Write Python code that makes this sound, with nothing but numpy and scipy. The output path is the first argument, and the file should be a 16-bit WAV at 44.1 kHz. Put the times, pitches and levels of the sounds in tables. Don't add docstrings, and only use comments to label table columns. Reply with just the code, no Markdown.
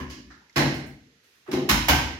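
import sys
import numpy as np
from scipy import signal
from scipy.fft import irfft, next_fast_len
from scipy.io import wavfile
from scipy.ndimage import uniform_filter1d

SR = 44100
rng = np.random.default_rng(int(sys.argv[2]) if len(sys.argv) > 2 else 0)


def master(y):
    cut = np.clip(np.atleast_2d(y).T, -1, 1)
    pcm = np.round(cut * 32767)
    wavfile.write(sys.argv[1], SR, pcm.astype(np.int16))


N = 96579
FREQS_HZ, TIME_S = np.fft.rfftfreq(SR, 1 / SR), np.arange(N) / SR

# f/Hz, density/dB
CLATTER = [(25, -44), (42, -5.5), (62, 3), (100, 0), (150, -2), (300, 3.5), (450, -2.5), (700, -0.5),
           (1000, -3), (1500, -5), (2700, -4.5), (3500, -8.5), (5300, -10), (6900, -12), (7800, -22.5),
           (10000, -21.5), (12000, -17.5), (15800, -26.5)]
# f/Hz, width/octaves, gain/dB
CATCH_FRAME = [(410, 0.24, -4.5), (767, 0.31, -7.5), (1070, 0.17, 6.5), (1705, 0.079, 8.5),
               (3700, 0.18, -4), (4900, .03, 2)]
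OPEN_FRAME = [(637, .15, 0.5), (1230, 0.15, -2), (1607, 0.086, 6), (1970, 0.135, 3), (3400, .15, -2),
              (4270, 0.13, 6), (5350, 0.068, 6)]
LEFT_FRAME = [(555, 0.54, -7), (1040, .1, 3.5), (1210, 0.063, 4.5), (1520, 0.061, 1.5), (3460, 0.056, -7),
              (3720, 0.28, 4), (4620, 0.035, -7), (5280, 0.19, 3.5), (15000, 0.24, 1.5)]
RIGHT_FRAME = [(770, 0.043, 3.6), (915, 0.2, 4.2), (1555, 0.059, 2.3), (2350, .1, 2.2), (3000, 0.13, 3),
               (5020, 0.14, 3), (12500, 0.034, 2.6), (14800, 0.22, 6.7)]
# t/s, rise/s, level/dB, boom/dB, body/dB, clack/dB, sizzle/dB, frame
BLOWS = [(0.0, 0.00067, -42.5, 8, 10.5, 8, -4, CATCH_FRAME),
         (0.0974, 0.0047, -34, -8, -5, -17.5, -8.5, CATCH_FRAME),
         (0.5585, 0.0065, -21, 0, 5.5, 5, 1, OPEN_FRAME), (.594, .003, -29.5, 4, 12, 7, -4.5, OPEN_FRAME),
         (1.513, 0.0015, -35.5, -1, 17, 2.5, 0, LEFT_FRAME),
         (1.528, 0.0031, -34.5, -3, 14, 4, -0.5, LEFT_FRAME),
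         (1.689, 0.0028, -17, 0, -4.5, 2, 5.5, LEFT_FRAME),
         (1.8836, 0.00075, -18, -11, -5, 1.5, 3.5, RIGHT_FRAME),
         (1.8934, 0.0011, -20, 4, -4, 2, -2.5, RIGHT_FRAME)]
# f/Hz, level/dB, t60/s
PULLED_DOOR = [(61.4, -7.5, 0.97), (72.4, 3.5, 0.46), (141, -3, .8), (214, -3.5, 0.55), (258, 1, 0.65),
               (295, -10, 1), (372, -2, 0.5), (994, -16.5, 0.78), (1123, -17, 0.91)]
# f/Hz, level/dB, t60/s
OPEN_DOOR = [(101.4, -11, 0.5), (136.4, -8.5, 1), (144.5, 5, 0.62), (211.3, -6.5, 0.75), (250.1, 0, 0.73),
             (272, -6.5, 0.41), (303.2, -11, .65), (316, -9.5, 0.59), (338.6, -1, 0.54), (358.5, -8, 0.67),
             (576, -14, 0.59), (618, -17.5, 0.27), (788, -14.5, 0.64)]
# f/Hz, level/dB, t60/s
LEFT_DOOR = [(52.6, 0, 0.88), (134.2, -4.5, 0.93), (187.4, 0, 0.43), (206.7, 7.5, 0.31), (242.3, -3, 0.67),
             (308.6, -5.5, 0.95), (969, -9.5, 1), (1497, -9, 0.99), (2560, -16, 0.46), (3321, -14, 0.69),
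             (5120, -7, 0.51)]
RIGHT_DOOR = [(68.8, -8.5, 0.8), (72.8, 5.5, 0.42), (134.3, -1.5, 0.4), (154.7, -2.5, 0.37),
              (249.8, -13, 0.74), (297.1, 0, 0.22), (722, -14, 0.15), (737, 2, 0.25), (824, -18, 0.21),
              (950, -12, 0.55), (1230, -11, 0.35), (1560, -3, 0.47), (2260, -23, 0.23), (2480, -18, .4)]
# t/s, level/dB, swell/s, modes
PANEL_RINGS = [(0.0, -37.5, 0.005, PULLED_DOOR), (.564, -21.5, 0.022, OPEN_DOOR),
               (1.691, -23.5, 0.024, LEFT_DOOR), (1.886, -15, 0.058, RIGHT_DOOR)]
# f/Hz, density/dB
HISS = [(18, -62), (30, -32.5), (49, 3), (179, 7), (437, 5.5), (569, 0), (937, -3), (1860, 6.5), (2170, 5),
        (6550, -0.5), (8520, -16), (12600, -9.5), (16000, -39)]
# t/s, level/dB, centre f/Hz, width/octaves
TICKS = [(.164, -45.5, 242, 0.57), (0.221, -55, 61.2, 0.11), (.3, -55.5, 705, 1.8),
         (0.302, -49, 1540, 0.39), (.305, -56, 4630, 0.49), (.41, -63.5, 915, .18),
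         (.74, -52.5, 9000, 0.86), (.862, -56.5, 9000, 1.9), (1.025, -60.5, 449, 0.084),
         (1.21, -68.5, 430, 0.21), (1.461, -51, 1200, 1), (1.476, -45, 673, 1.7)]
# t/s, level/dB, centre f/Hz, width/octaves
CLICKS = [(0.496, -46.5, 2042, 0.17), (0.495, -52, 5270, 0.4), (0.527, -54, 5000, .5)]
# t/s, level/dB
RUSTLE = [(1.0, -84), (1.225, -74.5), (1.245, -60.5), (1.32, -62.5), (1.36, -61), (1.45, -65), (1.6, -73.5)]
# f/Hz, density/dB
RUSTLE_COLOUR = [(200, -35.5), (1500, -2), (6000, -8), (8000, -15.5), (13000, -13), (16000, -25.5)]
# t/s, level/dB
SLIPS = [(1.484, -29), (1.532, -20.5), (1.568, -19.5), (1.617, -25), (1.648, -24.5), (1.679, -24.5)]
# f/Hz, level/dB, t60/s
JUDDER = [(142.7, -13, 0.44), (222, -17, 0.26), (255.3, -9.5, .35), (351.4, -4.5, 0.17), (367.7, 3, 0.16),
          (503.3, -14.5, 0.34), (624, -11, 0.13), (671, -17.5, 0.19), (785, -18, 0.45), (850, -21, 0.4)]
# f/Hz, t60/s
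ROOM = [(50, 0.88), (120, 0.97), (250, 0.79), (500, 0.71), (1000, 0.56), (2000, 0.7), (4000, 0.65),
        (7000, 0.58), (11000, 0.42), (16000, .33)]
# f/Hz, level/dB
EARLY = [(100, -17), (500, -19), (2000, -23), (6000, -18), (12000, -7.5)]
# f/Hz, left-right correlation
ALIKE = [(60, .992), (150, .97), (350, .94), (550, .5), (1000, .15), (1900, -.17), (3500, 0), (15000, 0)]
# f/Hz, left over right/dB
BALANCE_DB = [(60, 2.2), (550, 1.1), (1000, 0), (1900, -5.5), (4000, -5), (6400, -3), (8500, 1.5),
              (14000, 0.2)]

BOOM_HZ, BODY_HZ, CLACK_HZ, EDGE_HZ, SIZZLE_HZ = 70, 248, 890, 4870, 12400
RIPPLE_DB, RIPPLE_HZ = 2.0, 45
CHATTER_DB, CHATTER_HZ, CHATTER_T60_S = 1.4, 401, 0.6
EARLY_T60_S, TAIL_BEND_S = 0.11, 0.77
BASS_LAG_S, LAG_HZ = 0.012, 250
HISS_DB = -60.5
TICK_RISE_S, CLICK_RISE_S, CLICK_T60_S = 0.0024, 0.001, 0.04
JUDDER_SWELL_S = 0.0053
SUPPRESS_DB, OPEN_DB = -4, 8.5
LOW_CUT_HZ, HIGH_CUT_HZ = 42, 16000


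def amp(db):
    return 10 ** (np.asarray(db) / 20)


def read(points, hz):
    table_hz, value = np.transpose(points)
    return np.interp(np.log(hz + 1), np.log(table_hz + 1), value)


def add(mix, start_s, sound):
    part = mix[:, max(round(start_s * SR), 0):][:, :sound.shape[1]]
    part += sound[:, :part.shape[1]]


def fade(t, t60_s):
    return np.exp(-np.log(1000) * t / t60_s - (t / TAIL_BEND_S) ** 3)


def hump(hz, octaves):
    return 1 / (1 + (np.log2((FREQS_HZ + 1) / hz) / octaves) ** 4)


def diffuse(gain):
    hz = np.linspace(0, SR / 2, len(gain))
    shared, other = np.exp(2j * np.pi * rng.random((2, len(hz))))
    alike = np.clip(read(ALIKE, hz), -1, 1)
    lean_db = read(BALANCE_DB, hz) / 2
    left = shared * amp(lean_db)
    right = (alike * shared + np.sqrt(1 - alike ** 2) * other) * amp(-lean_db)
    unit_gain = gain / np.linalg.norm(gain) * len(hz) * np.sqrt(2)
    return np.array([left, right]) * unit_gain


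def burst(spectrum, rise_s):
    t, out = TIME_S[:SR], 0
    log_hz = np.log(FREQS_HZ + 1)
    log_centres = np.log([hz for hz, _ in ROOM])
    for (hz, t60_s), pick in zip(ROOM, np.eye(len(ROOM))):
        band_gain = np.interp(log_hz, log_centres, pick)
        band = irfft((spectrum * band_gain).astype(np.complex64))[:, :SR]
        band_rise_s = rise_s + BASS_LAG_S / (1 + (hz / LAG_HZ) ** 2)
        attack = 1 - np.exp(-t / band_rise_s)
        early = amp(read(EARLY, hz)) * fade(t, EARLY_T60_S)
        out = out + band * attack * (fade(t, t60_s) + early)
    return out


def ring(modes, swell_s):
    t, out = TIME_S[:SR], 0
    sides = np.array([[0.5], [-0.5]])
    for (hz, db, t60_s), skew in zip(modes, rng.standard_normal(len(modes))):
        phase = sides * skew * np.arccos(np.clip(read(ALIKE, hz), -1, 1))
        level = amp(db + sides * read(BALANCE_DB, hz))
        out = out + level * fade(t, t60_s) * np.sin(2 * np.pi * hz * t + phase)
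    return out * (1 - np.exp(-t / swell_s))


def frame_tint_db(frame):
    return sum(db * np.exp(-(np.log2((FREQS_HZ + 1) / hz) / octaves) ** 2) for hz, octaves, db in frame)


def chatter():
    t = TIME_S[:SR]
    flutter = np.interp(t * CHATTER_HZ, np.arange(SR), rng.standard_normal(SR))
    return amp(CHATTER_DB * flutter * fade(t, CHATTER_T60_S))


def frame_clatter():
    out = np.zeros((2, N))
    grid_hz = np.arange(4000) * RIPPLE_HZ
    ripple = np.interp(FREQS_HZ, grid_hz, rng.standard_normal(len(grid_hz)))
    clatter_db = read(CLATTER, FREQS_HZ) + RIPPLE_DB * ripple
    for start_s, rise_s, db, boom, body, clack, sizzle, frame in BLOWS:
        tone = [(BOOM_HZ, boom), (BODY_HZ, body), (CLACK_HZ, clack), (EDGE_HZ, 0), (SIZZLE_HZ, sizzle)]
        blow_db = db + read(tone, FREQS_HZ) + frame_tint_db(frame)
        spectrum = diffuse(amp(clatter_db)) * amp(blow_db)
        add(out, start_s, burst(spectrum, rise_s) * chatter())
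    return out


def panel_boom():
    out = np.zeros((2, N))
    for start_s, db, swell_s, modes in PANEL_RINGS:
        add(out, start_s, amp(db) * ring(modes, swell_s))
    return out


def steady_noise(colour):
    hz = np.fft.rfftfreq(next_fast_len(N, True), 1 / SR)
    return irfft(diffuse(amp(read(colour, hz))))[:, :N]


def room_noise():
    return amp(HISS_DB) * steady_noise(HISS)


def ticks():
    out = np.zeros((2, N))
    for start_s, db, hz, octaves in TICKS:
        add(out, start_s, amp(db) * burst(diffuse(hump(hz, octaves)), TICK_RISE_S))
    return out


def handle_clicks():
    out, t = np.zeros((2, N)), TIME_S[:SR]
    shape = (1 - np.exp(-t / CLICK_RISE_S)) * fade(t, CLICK_T60_S)
    for start_s, db, hz, octaves in CLICKS:
        add(out, start_s, amp(db) * irfft(diffuse(hump(hz, octaves))) * shape)
    return out


def jacket_rustle():
    level_db = np.interp(TIME_S, *np.transpose(RUSTLE))
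    return amp(level_db) * steady_noise(RUSTLE_COLOUR)


def hinge_judder():
    out = np.zeros((2, N))
    for start_s, db in SLIPS:
        add(out, start_s, amp(db) * ring(JUDDER, JUDDER_SWELL_S))
    return out


def scene():
    doors = frame_clatter() + panel_boom()
    small_parts = ticks() + handle_clicks() + hinge_judder()
    return doors + room_noise() + small_parts + jacket_rustle()


def record(dry):
    z = signal.stft(dry, nperseg=1024, noverlap=768)[2]
    power = (abs(z) ** 2).mean(0)
    power = uniform_filter1d(power, size=5, axis=0)
    power = abs(uniform_filter1d(power, size=7, axis=1))
    floor = np.percentile(power, 10, axis=1, keepdims=True) + 1e-20
    above_floor = power / floor / amp(OPEN_DB) ** 2
    gain = amp(SUPPRESS_DB / (1 + above_floor ** 2))
    quiet = signal.istft(z * gain, nperseg=1024, noverlap=768)[1][:, :N]
    high_pass = signal.butter(6, LOW_CUT_HZ, "high", fs=SR, output="sos")
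    low_pass = signal.firwin(401, HIGH_CUT_HZ, window=("kaiser", 9), fs=SR)
    return signal.oaconvolve(signal.sosfilt(high_pass, quiet), low_pass[None], "same")


dry = scene()
out = record(dry)
master(out)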